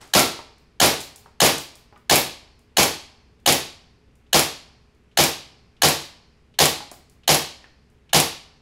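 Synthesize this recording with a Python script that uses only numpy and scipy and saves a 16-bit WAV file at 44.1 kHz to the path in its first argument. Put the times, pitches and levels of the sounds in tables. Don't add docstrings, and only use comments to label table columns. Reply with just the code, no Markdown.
import sys
import numpy as np
from scipy import signal
from scipy.fft import rfft, irfft
from scipy.io import wavfile
from scipy.ndimage import uniform_filter1d, minimum_filter1d

SR = 44100
rng = np.random.default_rng(int(sys.argv[2]) if len(sys.argv) > 2 else 0)


def pcm_store(signal):
    levels = np.round(np.clip(np.atleast_2d(signal), -1, 1) * 32767)
    wavfile.write(sys.argv[1], SR, levels.astype(np.int16).T)


N = 379701


def undb(db):
    return 10 ** (np.asarray(db) / 20)


def unit(x):
    return x / np.sqrt(np.sum(x ** 2))


def seconds(length):
    return np.arange(int(length * SR)) / SR


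def fade(t, t60):
    return np.exp(-np.log(1000) * t / t60)


def add(track, s, sound):
    i = max(int(s * SR), 0)
    track[i:i + len(sound)] += sound[:max(N - i, 0)]


def through(x, response):
    return signal.fftconvolve(x, response)[:len(x)]


def colour(points, size=4096):
    hz, db = np.transpose(points)
    freqs = np.maximum(np.fft.rfftfreq(size, 1 / SR), 1)
    gains = undb(np.interp(np.log(freqs), np.log(hz), db))
    cepstrum = irfft(np.log(gains))
    cepstrum[1:size // 2] *= 2
    cepstrum[size // 2 + 1:] = 0
    return unit(irfft(np.exp(rfft(cepstrum))))


def burst(envelope, passes=3):
    x = rng.standard_normal(len(envelope)) * envelope
    for _ in range(passes):
        x = irfft(np.exp(1j * np.angle(rfft(x))), len(x))
        power = np.maximum(uniform_filter1d(x ** 2, size=128), 1e-18)
        x = x * envelope / np.sqrt(power)
    return unit(x)


def snap(t60):
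    return burst(fade(seconds(.1), t60))


def ring(tones, t):
    return unit(sum((-1) ** k * undb(db) * unit(np.sin(2 * np.pi * hz * t) * fade(t, t60))
                    for k, (hz, db, t60) in enumerate(tones)))


def strike(tones, crack_t60, crack_db):
    crack = snap(crack_t60)
    struck = np.array(tones)
    struck[:, 1] += 2 * rng.standard_normal(len(tones))
    ringing = ring(struck, np.arange(len(crack)) / SR)
    return unit(ringing + undb(crack_db) * crack)


def thin_bass(x, bass_hz=420):
    return signal.sosfilt(signal.butter(3, bass_hz, "high", fs=SR, output="sos"), x)


# (pitch [Hz], level [dB])
AIR_COLOUR = [(25, -9.5), (45, -5), (70, -7), (120, -8), (250, -15.5), (330, -18.5), (420, -17.5),
              (650, -27.5), (1200, -29.5), (2500, -30.5), (4700, -40.5), (7000, -44.5), (12000, -51.5),
              (16000, -65.5)]
# (pitch [Hz], level [dB])
FAN_TONES = [(64.6, -64), (237, -70.5), (420, -72)]
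def ventilation(rush_db=-57.7):
    t = np.arange(N) / SR
    rush = undb(rush_db) * through(rng.standard_normal(N), colour(AIR_COLOUR))
    hum = sum(np.sqrt(2) * undb(db) * np.sin(2 * np.pi * (hz * t + rng.random()))
              for hz, db in FAN_TONES)
    return rush + hum


# (pitch [Hz], level [dB])
ECHO_COLOUR = [(100, 0), (400, 2), (1300, 0), (2500, -5), (5000, -6.5), (8000, -10), (16000, -28)]
def opening_echo(echo_db=-43, echo_t60=.5, rise_s=.015):
    t = np.arange(N) / SR
    hiss = through(rng.standard_normal(N), colour(ECHO_COLOUR))
    fade_in = np.minimum(t / rise_s, 1) ** 2
    return undb(echo_db) * hiss * fade(t, echo_t60) * fade_in


# (pitch [Hz], level [dB], fade time [s], late echo against that level [dB])
ECHO_BANDS = [(60, -1.5, .5, -22.5), (160, -3, .45, -24.5), (350, 1.5, .4, -26.5), (910, -2, 0.37, -20.5),
              (2050, 0.5, 0.41, -19), (3500, -0.5, 0.48, -26), (4700, -1, 0.46, -19),
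              (6500, 1, 0.39, -31.5), (10500, -1.5, 0.33, -45.5), (15400, 9.5, 0.22, -58)]
def wall_echoes(x, first_s=.0115, hold_s=.014, late_t60=.91):
    t = seconds(.99)
    band_hz = np.transpose(ECHO_BANDS)[0]
    log_freqs = np.log(np.maximum(np.fft.rfftfreq(len(t), 1 / SR), 1))
    noise = rfft(rng.standard_normal(len(t)))
    tail = np.zeros(len(t))
    for this_band, (_, db, t60, late_db) in zip(np.eye(len(band_hz)), ECHO_BANDS):
        band = irfft(noise * np.interp(log_freqs, np.log(band_hz), this_band), len(t))
        early = fade(np.maximum(t - hold_s, 0), t60)
        late = undb(late_db) * fade(t, late_t60)
        tail += undb(db) * band * np.hypot(early, late)
    silence = np.zeros(int(first_s * SR))
    return through(x, np.r_[silence, unit(tail)])


# (pitch [Hz], level [dB], fade time [s])
ROOM_NOTES = [(61, -11.5, 0.15), (82, -9, 0.5), (95.3, -11, 0.25), (142.5, -3, 0.39), (186.7, -0.5, 0.17),
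              (335.3, 0.5, 0.34), (425, -2, 0.24), (488, 1.5, 0.26)]
# (time [s], level [dB])
BENCH_LEVELS = [(0.14, -8), (1.1, -18), (2.8, 0), (5.8, 4.5), (8.1, 8.5)]
def boom(room_db=9, lag_s=.013, build_s=.018, bench_hz=153, bench_t60=.24):
    out, t = np.zeros(N), seconds(.71)
    build = 1 - np.exp(-t / build_s)
    room = unit(ring(ROOM_NOTES, t) * build)
    bench = unit(ring([(bench_hz, 0, bench_t60)], t) * build)
    for s, charge_db, _ in PISTOL_SHOTS:
        bench_db = np.interp(s, *np.transpose(BENCH_LEVELS))
        add(out, s + lag_s, undb(charge_db) * (undb(room_db) * room + undb(bench_db) * bench))
    return out


# (time [s], level [dB])
PELLET_TICKS = [(0.0131, -42.5), (0.0762, -45.5), (0.5824, -53), (1.0046, -24.5), (1.0122, -24.5),
                (1.1599, -32), (1.5818, -19.5), (1.7544, -37), (6.0182, -33), (6.9147, -30), (7.0974, -46)]
# (pitch [Hz], level [dB])
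TICK_COLOUR = [(100, -32.5), (3000, -12), (7000, 0), (10000, -1.5), (13000, -7), (16000, -11)]
def pellet_ticks(gain_db=13, tick_t60=.023, skitter_db=-3, skitter_t60=.16, stray_db=-55.5):
    out = np.zeros(N)
    strays = [(s + rng.uniform(.49, .84), rng.normal(stray_db, 6)) for s, *_ in PISTOL_SHOTS]
    for s, db in PELLET_TICKS + strays:
        bounce = snap(tick_t60) + undb(skitter_db) * snap(skitter_t60)
        add(out, s, undb(db + gain_db) * bounce)
    return through(out, colour(TICK_COLOUR))


# (time [s], level [dB], pitch [Hz])
BOARD_HITS = [(0.391, -32, 920), (1.259, -41.5, 939), (1.926, -44.5, 824), (1.96, -43.5, 1195),
              (6.805, -33.5, 833), (6.916, -36.5, 726), (7.642, -43.5, 1760)]
# (multiple of its pitch [ratio], level [dB])
BOARD_COLOUR = [(0.048, -18.5), (0.351, -8), (0.651, -8), (1.001, -4), (1.249, -4.5), (1.7, -11.5),
                (2.6, -19), (8, -43)]
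def board_knocks(gain_db=20, shudder_t60=.13, tap_db=-3, tap_t60=.015, ring_db=-3, ring_cycles=150):
    out = np.zeros(N)
    for s, db, hz in BOARD_HITS:
        blow = undb(tap_db) * snap(tap_t60) + snap(shudder_t60)
        knock = through(blow, colour(np.array(BOARD_COLOUR) * [hz, 1]))
        ringing = ring([(hz, 0, ring_cycles / hz)], seconds(.5))
        add(out, s, undb(db + gain_db) * knock)
        add(out, s, undb(db + gain_db + ring_db) * ringing)
    return out


# (pitch [Hz], level [dB], fade time [s])
TARGET_TONES = [(1290, -8, .25), (1340, -6, 0.48), (1376, -3, 0.34)]
def metal_target(hit_s=.17, db=9.5):
    out = np.zeros(N)
    add(out, hit_s, undb(db) * ring(TARGET_TONES, seconds(1)))
    return out


# (pitch [Hz], level [dB])
CREAK_COLOUR = [(100, -13), (1800, -14.5), (2900, -3.5), (3700, -7.5), (4600, -15), (9000, -29),
                (16000, -48.5)]
def trigger(first_db=-55, db_per_shot=2.76, first_lead_s=.096, lead_s_per_shot=-.0052):
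    out = np.zeros(N)
    for fired, (s, *_) in enumerate(PISTOL_SHOTS):
        lead_s = first_lead_s + lead_s_per_shot * fired
        add(out, s - lead_s, undb(first_db + db_per_shot * fired) * snap(t60=.12))
    return through(out, colour(CREAK_COLOUR))


# (pitch [Hz], level [dB], fade time [s])
SLIDE_TONES = [(1110, -9.5, 0.034), (2410, -3, 0.017), (3460, -9, 0.0072), (5470, -8.5, .014),
               (6770, -1, 0.026), (7550, -1.5, 0.021), (8400, -3.5, 0.0073), (10300, -3, .007),
               (11030, 2, 0.007), (14000, -19.5, .004)]
def slide(stop_db=4, stop_share=.46, slam_gain_db=21, first_cycle_s=.0565, cycle_s_per_shot=.0011):
    out = np.zeros(N)
    for fired, (s, _, slam_db) in enumerate(PISTOL_SHOTS):
        cycle_s = first_cycle_s + cycle_s_per_shot * fired
        stop = strike(SLIDE_TONES, crack_t60=.014, crack_db=0)
        slam = strike(SLIDE_TONES, crack_t60=.027, crack_db=-1.2)
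        add(out, s + stop_share * cycle_s, undb(stop_db) * stop)
        add(out, s + cycle_s, undb(slam_db + slam_gain_db) * slam)
    return thin_bass(out)


# (pitch [Hz], level [dB])
HISS_COLOUR = [(25, -25.5), (300, -8), (900, 0), (1500, -1.5), (2800, 3), (5000, -3.5), (7000, -5.5),
               (8700, -3.5), (11300, -2.5), (12500, -6.5), (16000, -19)]
WHOOSH_COLOUR = [(25, -29), (100, -11.5), (250, -3), (450, -4), (700, -4), (1200, -11), (4000, -27.5)]
def venting_gas(lag_s=.012, hiss_db=15, hiss_db_per_shot=-.1545, hiss_swell_s=.021,
                whoosh_db=16.5, whoosh_db_per_shot=-.94, whoosh_swell_s=.013):
    hiss, whoosh = np.zeros((2, N))
    t = seconds(.15)
    for fired, (s, charge_db, _) in enumerate(PISTOL_SHOTS):
        hiss_gain = undb(hiss_db + charge_db + hiss_db_per_shot * fired)
        whoosh_gain = undb(whoosh_db + charge_db + whoosh_db_per_shot * fired)
        add(hiss, s + lag_s, hiss_gain * burst(t * np.exp(-t / hiss_swell_s)))
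        add(whoosh, s + lag_s, whoosh_gain * burst(t * np.exp(-t / whoosh_swell_s)))
    return through(hiss, colour(HISS_COLOUR)) + through(whoosh, colour(WHOOSH_COLOUR))


# (pitch [Hz], level [dB], fade time [s])
FRAME_TONES = [(580, -10, 0.0048), (766, -0.5, 0.033), (1680, -3, 0.019), (2960, 0, 0.021),
               (3240, -4.5, 0.015), (3580, -6, 0.053), (3880, -5, 0.035), (4280, -2, 0.017)]
VALVE_TONES = [(6430, 3, 0.014), (7180, -1, 0.011), (7550, -14, 0.011), (11000, -12.5, 0.0018)]
def hammer_and_valve(catch_db=-5, catch_lead_s=.0023, hammer_db=12, valve_db=6, valve_lag_s=.0018):
    out = np.zeros(N)
    for s, charge_db, _ in PISTOL_SHOTS:
        catch = strike(FRAME_TONES[2:], crack_t60=.025, crack_db=0)
        hammer = strike(FRAME_TONES, crack_t60=.046, crack_db=-1.3)
        valve = strike(VALVE_TONES, crack_t60=.024, crack_db=-1.1)
        add(out, s - catch_lead_s, undb(catch_db) * catch)
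        add(out, s, undb(hammer_db) * hammer)
        add(out, s + valve_lag_s, undb(valve_db + charge_db) * valve)
    return thin_bass(out)


# (time [s], gas charge [dB], slide slam [dB])
PISTOL_SHOTS = [(0.1371, 1, -10), (0.8016, 1.5, -16), (1.4035, 1.8, -11.5), (2.0975, 0.5, -4.5),
                (2.77, 0, -10), (3.4618, -0.5, -10.5), (4.3305, 0, -9), (5.1739, -0.5, -10),
                (5.8203, 0.5, -12.5), (6.5891, 0.6, -9), (7.2781, 0, -10), (8.1321, 0.5, -10)]
# (pitch [Hz], level [dB])
BLAST_COLOUR = [(25, -25.5), (90, -9), (200, -1.5), (400, -2), (750, 4.5), (1100, 2), (1450, -9),
                (2100, -6), (2900, -5), (4600, -1), (7000, -6.5), (9000, -12.5), (11500, -10.5),
                (16000, -32)]
def muzzle_blast(blast_db=24, jet_t60=.04):
    out = np.zeros(N)
    for s, charge_db, _ in PISTOL_SHOTS:
        add(out, s, undb(blast_db + charge_db) * snap(jet_t60))
    return through(out, colour(BLAST_COLOUR))


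def scene(side_s=.0072, side_db=-7, wall_s=.0128, wall_db=-8):
    firing, cycling = hammer_and_valve(), slide()
    ticks, knocks = pellet_ticks(), board_knocks()
    blast, vent = muzzle_blast(), venting_gas()
    clatter = firing + cycling
    close = clatter + undb(-1) * vent + ticks + knocks + trigger() + metal_target()
    add(close, side_s, undb(side_db) * clatter)
    add(close, wall_s, undb(wall_db) * blast)
    into_room = blast + undb(-2) * firing + undb(-4) * cycling + vent + ticks + undb(-1) * knocks
    return (close + wall_echoes(into_room) + boom() + opening_echo() + ventilation())[None]


def record(dry, mic_hz=14200, limit_db=-10.5, top_hz=15700):
    heard = signal.sosfilt(signal.butter(2, mic_hz, fs=SR, output="sos"), dry)
    power = np.maximum(uniform_filter1d(heard ** 2, size=176), 1e-12)
    gain = np.minimum(1, undb(limit_db) / np.sqrt(power))
    smooth_gain = uniform_filter1d(minimum_filter1d(gain, size=300), size=300)
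    rounded = np.tanh(heard * smooth_gain)
    return signal.sosfilt(signal.ellip(10, .2, 80, top_hz, fs=SR, output="sos"), rounded)


dry = scene()
out = record(dry)
pcm_store(out)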